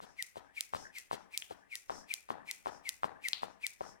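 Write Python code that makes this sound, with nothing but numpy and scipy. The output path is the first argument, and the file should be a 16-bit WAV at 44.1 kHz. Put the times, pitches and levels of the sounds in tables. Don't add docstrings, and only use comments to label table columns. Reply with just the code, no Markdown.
import sys
import numpy as np
from scipy import signal
from scipy.fft import rfft, irfft, next_fast_len
from scipy.io import wavfile
from scipy.ndimage import map_coordinates

SR = 44100
rng = np.random.default_rng(int(sys.argv[2]) if len(sys.argv) > 2 else 0)


def to_wav(sig):
    pcm = np.clip(np.atleast_2d(sig), -1, 1) * 32767
    pcm = np.round(pcm).astype(np.int16)
    wavfile.write(sys.argv[1], SR, pcm.T)


N = 176400
TIME = np.arange(N) / SR


def amp(db):
    return 10 ** (np.asarray(db) / 20)


def along(points, hz):
    f, values = np.transpose(points)
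    return np.interp(np.log(hz + 1), np.log(f + 1), values)


def filtered(x, response):
    size = next_fast_len(x.shape[-1] + 8192)
    return irfft(rfft(x, size) * response(np.fft.rfftfreq(size, 1 / SR)), size)[..., :x.shape[-1]]


def noise(spectrum):
    x = filtered(rng.standard_normal(N), lambda hz: amp(along(spectrum, hz)))
    return x / x.std()


def wobble(rate, size=N):
    return map_coordinates(rng.standard_normal(size // 20), [np.arange(size) * rate / SR], mode="wrap")


def tone(hz):
    return np.sqrt(2) * np.sin(2 * np.pi * np.cumsum(hz) / SR)


def swells(rows):
    out = np.zeros(N)
    for s, width, db in rows:
        span = np.abs(TIME - s) < 10 * width
        out[span] += amp(db) * np.exp(-.5 * ((TIME[span] - s) / width) ** 2)
    return out


def impacts(rows, spectrum, size=2048):
    out, hz = np.zeros(N + size), np.fft.rfftfreq(size, 1 / SR)
    for s, db, octaves in rows:
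        cepstrum = irfft(np.log(amp(along(spectrum, hz / 2 ** octaves))))
        cepstrum[1:size // 2] *= 2
        cepstrum[size // 2 + 1:] = 0
        pulse = irfft(np.exp(rfft(cepstrum)))
        out[max(round(s * SR), 0):][:size] += amp(db) * pulse / np.linalg.norm(pulse)
    return out[:N]


PORT_GAIN = [(100, -3), (700, -6.5), (1300, -2.5), (2100, -6.5), (3500, -7), (4700, -5), (6500, 0.5),
             (9000, 11.5), (15000, 12)]
PORT_PHASE = [(100, -2), (1200, -3), (2000, -1.56), (3000, -2), (7000, -1), (9500, 1.43), (12000, 2.5),
              (15000, 20)]
def direct_field(x):
    right = filtered(x, lambda hz: amp(along(PORT_GAIN, hz)) * np.exp(-1j * along(PORT_PHASE, hz)))
    return np.array([x, right])


DIFFUSE_GAIN = [(100, -6), (450, -8.5), (850, -13.5), (2200, -8), (3800, -8.5), (6000, -3.5), (9000, 4.5),
                (15000, -0.5)]
CORRELATION = [(100, -0.81), (450, -0.73), (900, -0.065), (2000, 0.012), (3000, 0.09), (7000, -0.35),
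               (15000, 0.34)]
def diffuse_field(pair):
    def weights(hz):
        alike = along(CORRELATION, hz)
        return amp(along(DIFFUSE_GAIN, hz)) * [alike, np.sqrt(1 - alike ** 2)]
    return np.array([pair[0], filtered(pair, weights).sum(0)])


# f/Hz, level/dB
AIR_SPECTRUM = [(25, -20.5), (60, -2), (150, -19.5), (400, -14.5), (1000, -24), (2000, -14), (4000, -31.5),
                (9000, -34.5), (16000, -50)]
def still_air():
    return amp(-71.5) * diffuse_field(np.array([noise(AIR_SPECTRUM), noise(AIR_SPECTRUM)]))


# t/s, level/dB, shift/octaves
SOLE_SLAPS = [(.003, -18.5, 0.085), (.033, -28, -0.15), (.3577, -20, -0.14), (.3688, -14.5, -0.61),
              (.7361, -6, 0.06), (.7485, -7, 0.14), (1.1122, -5, 0.037), (1.1303, -9, -0.2),
              (1.5089, -17, -0.51), (1.5113, -14, -0.46), (1.8967, -8, 0.16), (1.9040, -8, -0.32),
              (2.2895, -19.5, .1), (2.3043, -4, 0.046), (2.6594, -8, 0.036), (2.6696, -5.5, -0.13),
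              (3.0331, -3, .2), (3.0435, -1.5, 0.032), (3.4203, -22.5, 0.049), (3.4326, -4, -0.046),
              (3.8086, -8.5, -0.24), (3.8136, -9, -0.62)]
# t/s, thud level/dB, scuff level/dB, rustle level/dB, hall thump level/dB
FOOTFALLS = [(.028, -50.5, -54.5, -65.5, -23), (.369, -51.5, -54.5, -76, -21.5),
             (.749, -42, -46.5, -52.5, -17), (1.130, -41.5, -43, -67, -15), (1.511, -45, -54.5, -73.5, -23),
             (1.904, -44, -55, -52, -14), (2.305, -44, -53.5, -87, -12.5), (2.670, -45, -52.5, -59, -11),
             (3.044, -44, -50, -78, -12), (3.433, -44, -50, -67.5, -16.5),
             (3.813, -52.5, -57.5, -56, -15.5)]
# f/Hz, level/dB
SLAP_SPECTRUM = [(30, -19.5), (100, -16.5), (300, -9), (600, 2.5), (1050, 7.5), (1500, -9), (2000, -16),
                 (3200, -22), (5000, -51), (15000, -72)]
THUD_SPECTRUM = [(30, -17), (70, -0.5), (200, 4), (500, 8.5), (1000, -9), (1800, -40), (5000, -72)]
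SCUFF_SPECTRUM = [(300, 1), (1200, 6.5), (2200, -1), (4000, 0.5), (5500, -6), (8000, -16), (15000, -29)]
THUMP_SPECTRUM = [(40, -14.5), (130, -10.5), (200, -4), (380, -3.5), (480, -1), (850, 3), (1300, -3),
                  (1750, -6.5), (2300, -16.5), (4000, -21.5), (15000, -53.5)]
def shoes():
    slaps = impacts(SOLE_SLAPS, SLAP_SPECTRUM)
    thuds = noise(THUD_SPECTRUM) * swells([(s + .0071, .0089, db) for s, db, *_ in FOOTFALLS])
    grit = noise(SCUFF_SPECTRUM) * amp(2.5 * wobble(600))
    scuffs = grit * swells([(s + .0056, .014, db) for s, _, db, _, _ in FOOTFALLS])
    thumps = impacts([(s, db, 0) for s, *_, db in FOOTFALLS], THUMP_SPECTRUM)
    return slaps + thuds + scuffs, thumps + amp(-9) * scuffs


# f/Hz, T60/s
DECAY_TIMES = [(100, 1.0), (500, 0.53), (1200, 0.55), (2300, 0.4), (5000, 0.28), (9000, 0.33),
               (15000, 0.43)]
# delay t/s, level/dB against the tail before the treble is cut
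EARLY_ECHOES = [(0.0172, -13), (.0505, -11.5), (.061, -21.5), (.078, -12)]
def hall(x, positions=14, steady_share=.75, lumps_db=2.5, build_s=.0034, echo_top_hz=3000):
    out, step = np.zeros((2, N + 2 * SR)), N // positions
    steady = np.sqrt(steady_share) * rng.standard_normal((2, SR))
    for start in range(0, N, step):
        reflections = steady + np.sqrt(1 - steady_share) * rng.standard_normal((2, SR))
        reflections *= amp(lumps_db * wobble(300.8, size=SR))
        hz, t, bands = signal.stft(reflections, SR, nperseg=256)
        decay = np.exp(-np.log(1000) * t / along(DECAY_TIMES, hz)[:, None])
        tail = signal.istft(bands * decay, SR)[1]
        tail *= 1 - np.exp(-np.arange(tail.shape[1]) / SR / build_s)
        tail /= np.linalg.norm(tail[0])
        echoes = np.zeros(tail.shape[1])
        for delay, db in EARLY_ECHOES:
            echoes[round((delay + rng.normal(0, .0006)) * SR)] = amp(db)
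        tail[0] += filtered(echoes, lambda hz: 1 / (1 + (hz / echo_top_hz) ** 2))
        wet = signal.fftconvolve(x[None, start:start + step], tail, axes=1)
        out[:, start:start + wet.shape[1]] += wet
    return diffuse_field(out[:, :N])


# f/Hz, relative level/dB, T60/s
HALL_MODES = [(192, -4, 0.73), (276, 1.5, 0.77), (464, -3.5, 1), (658, 0.5, 0.78), (782, 1.5, 0.73),
              (832, -0.5, 0.66), (984, 1, 0.43), (1053, -5, .65)]
def hall_ringing(coupling_db=-48.5, build_s=.028):
    out, t = np.zeros(N + SR), np.arange(SR) / SR
    for s, *_, thump_db in FOOTFALLS:
        for hz, db, t60 in HALL_MODES:
            mode = np.sin(2 * np.pi * (hz * t + rng.random()) + .5 * wobble(15, size=SR))
            gain = amp(thump_db + coupling_db + db + rng.normal(0, 2))
            envelope = (1 - np.exp(-t / build_s)) * np.exp(-np.log(1000) * t / t60)
            out[round(s * SR):][:SR] += gain * envelope * mode
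    return diffuse_field(np.array([out[:N], np.roll(out[:N], SR // 100)]))


# f/Hz, level/dB
CLOTH_SPECTRUM = [(500, 4), (2500, -26), (4500, -9.5), (5400, 3.5), (7000, -7.5), (10000, -20),
                  (15000, -30)]
def clothes(lag_s=.065, width_s=.044):
    envelope = swells([(s + lag_s, width_s, db) for s, _, _, db, _ in FOOTFALLS])
    return envelope * diffuse_field(np.array([noise(CLOTH_SPECTRUM), noise(CLOTH_SPECTRUM)]))


# t/s, level/dB
OVERHEAD_PASSES = [(.110, -66), (.490, -61), (.875, -50.5), (1.270, -69), (1.640, -61.5), (2.030, -65),
                   (2.410, -62), (2.790, -61.5), (3.175, -57.5), (3.555, -67.5), (3.950, -63)]
def rope_whir(hz=1687, rise_per_s=2, width_s=.025):
    whir, waver = np.zeros(N), 1 + .057 * wobble(500)
    for s, db in OVERHEAD_PASSES:
        glide = 1 + rise_per_s * (TIME - s)
        whir += swells([(s, width_s, db)]) * tone(hz * waver * glide)
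    whir *= wobble(200)
    return whir, amp(-15.5) * whir


# t/s, f/Hz, whistle level/dB, width/s, rate of fall/(1/s), swish level/dB
NEAR_PASSES = [(.200, 2075, -35.5, 0.0077, 4.8, -53.5), (0.581, 2310, -37, 0.0066, 3.3, -50),
               (0.966, 2190, -42.5, .011, 5.7, -50.5), (1.346, 2310, -41, 0.0058, 4.7, -52),
               (1.735, 2178, -41.5, 0.013, 5.4, -52.5), (2.113, 2335, -32.5, 0.0061, 6.9, -48.5),
               (2.493, 2200, -38.5, 0.0087, 5.2, -50.5), (2.873, 2130, -38.5, 0.011, 4.8, -51),
               (3.257, 2148, -32, 0.0089, 7.6, -48), (3.644, 2297, -34, 0.0071, 9.8, -50.5)]
# f/Hz, level/dB
SWISH_SPECTRUM = [(300, -50), (1600, -6), (2000, 2.5), (2450, 7), (3000, -1.5), (4500, -6), (8000, -18),
                  (15000, -28.5)]
def rope_whistle(ease_s=.056):
    whistle, waver = np.zeros(N), 1 + .0244 * wobble(350)
    for s, hz, db, width, fall, _ in NEAR_PASSES:
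        t = np.clip(TIME - s, -ease_s / 2, ease_s)
        glide = np.exp(-fall * (t - t * t / (2 * ease_s)))
        envelope = swells([(s, width, db), (s + .02, width, db - 16)])
        whistle += envelope * tone(hz * waver * glide)
    whistle *= 1 + .35 * wobble(250)
    swish = noise(SWISH_SPECTRUM) * swells([(s + .0017, .019, db) for s, *_, db in NEAR_PASSES])
    return whistle + swish, amp(-15.5) * whistle + amp(-2.5) * swish


# t/s, click level/dB, hall click level/dB, skid level/dB
FLOOR_STRIKES = [(0.2254, -10.5, -21.5, -55), (.6086, -7.5, -20, -44), (0.9852, -22.5, -22.5, -47),
                 (1.3764, -7, -16, -53.5), (1.7551, -14, -20.5, -51), (2.1397, -8.5, -19.5, -49),
                 (2.5126, -12, -20, -47.5), (2.8919, -7.5, -19.5, -43.5), (3.2856, -9.5, -19.5, -42.5),
                 (3.6668, -10, -19, -50)]
# f/Hz, level/dB
CLICK_SPECTRUM = [(100, -55), (400, -27), (900, -40), (1400, -30), (2200, -8.5), (3400, 1), (4500, 1),
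                  (6500, -7), (10000, -15), (16000, -23.5)]
HALL_CLICK_SPECTRUM = [(200, -15.5), (1200, -11.5), (2500, -14), (4000, -0.5), (6000, 7), (10000, -4),
                       (16000, -13)]
SKID_SPECTRUM = [(300, -14), (1500, 11), (3500, -3.5), (6000, 7.5), (10000, -4.5), (15000, -9)]
def rope_on_floor(skid_width_s=.0024):
    clicks = impacts([(s, db, 0) for s, db, _, _ in FLOOR_STRIKES], CLICK_SPECTRUM)
    skids = noise(SKID_SPECTRUM) * swells([(s, skid_width_s, db) for s, *_, db in FLOOR_STRIKES])
    to_hall = impacts([(s, db, 0) for s, _, db, _ in FLOOR_STRIKES], HALL_CLICK_SPECTRUM)
    return clicks + skids, to_hall


# t/s, level/dB, shift/octaves
SHOE_STRIKES = [(1.4227, -15, -0.47), (3.3326, -1.5, -0.091)]
# f/Hz, level/dB
SNAP_SPECTRUM = [(100, -22), (350, -21), (1050, -11.5), (1650, -14), (2600, -5), (3700, 1), (4600, 4.5),
                 (5600, -10), (7000, -23), (15000, -64)]
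def rope_on_shoe():
    snaps = impacts(SHOE_STRIKES, SNAP_SPECTRUM)
    return snaps, amp(-7.5) * snaps


def scene():
    sources = [shoes(), rope_whir(), rope_whistle(), rope_on_floor(), rope_on_shoe()]
    direct, to_hall = np.sum(sources, axis=0)
    return still_air() + direct_field(direct) + hall(to_hall) + hall_ringing() + clothes()


BAND_LIMIT_HZ = 16500
def record(dry):
    return filtered(dry, lambda hz: hz < BAND_LIMIT_HZ)


dry = scene()
out = record(dry)
to_wav(out)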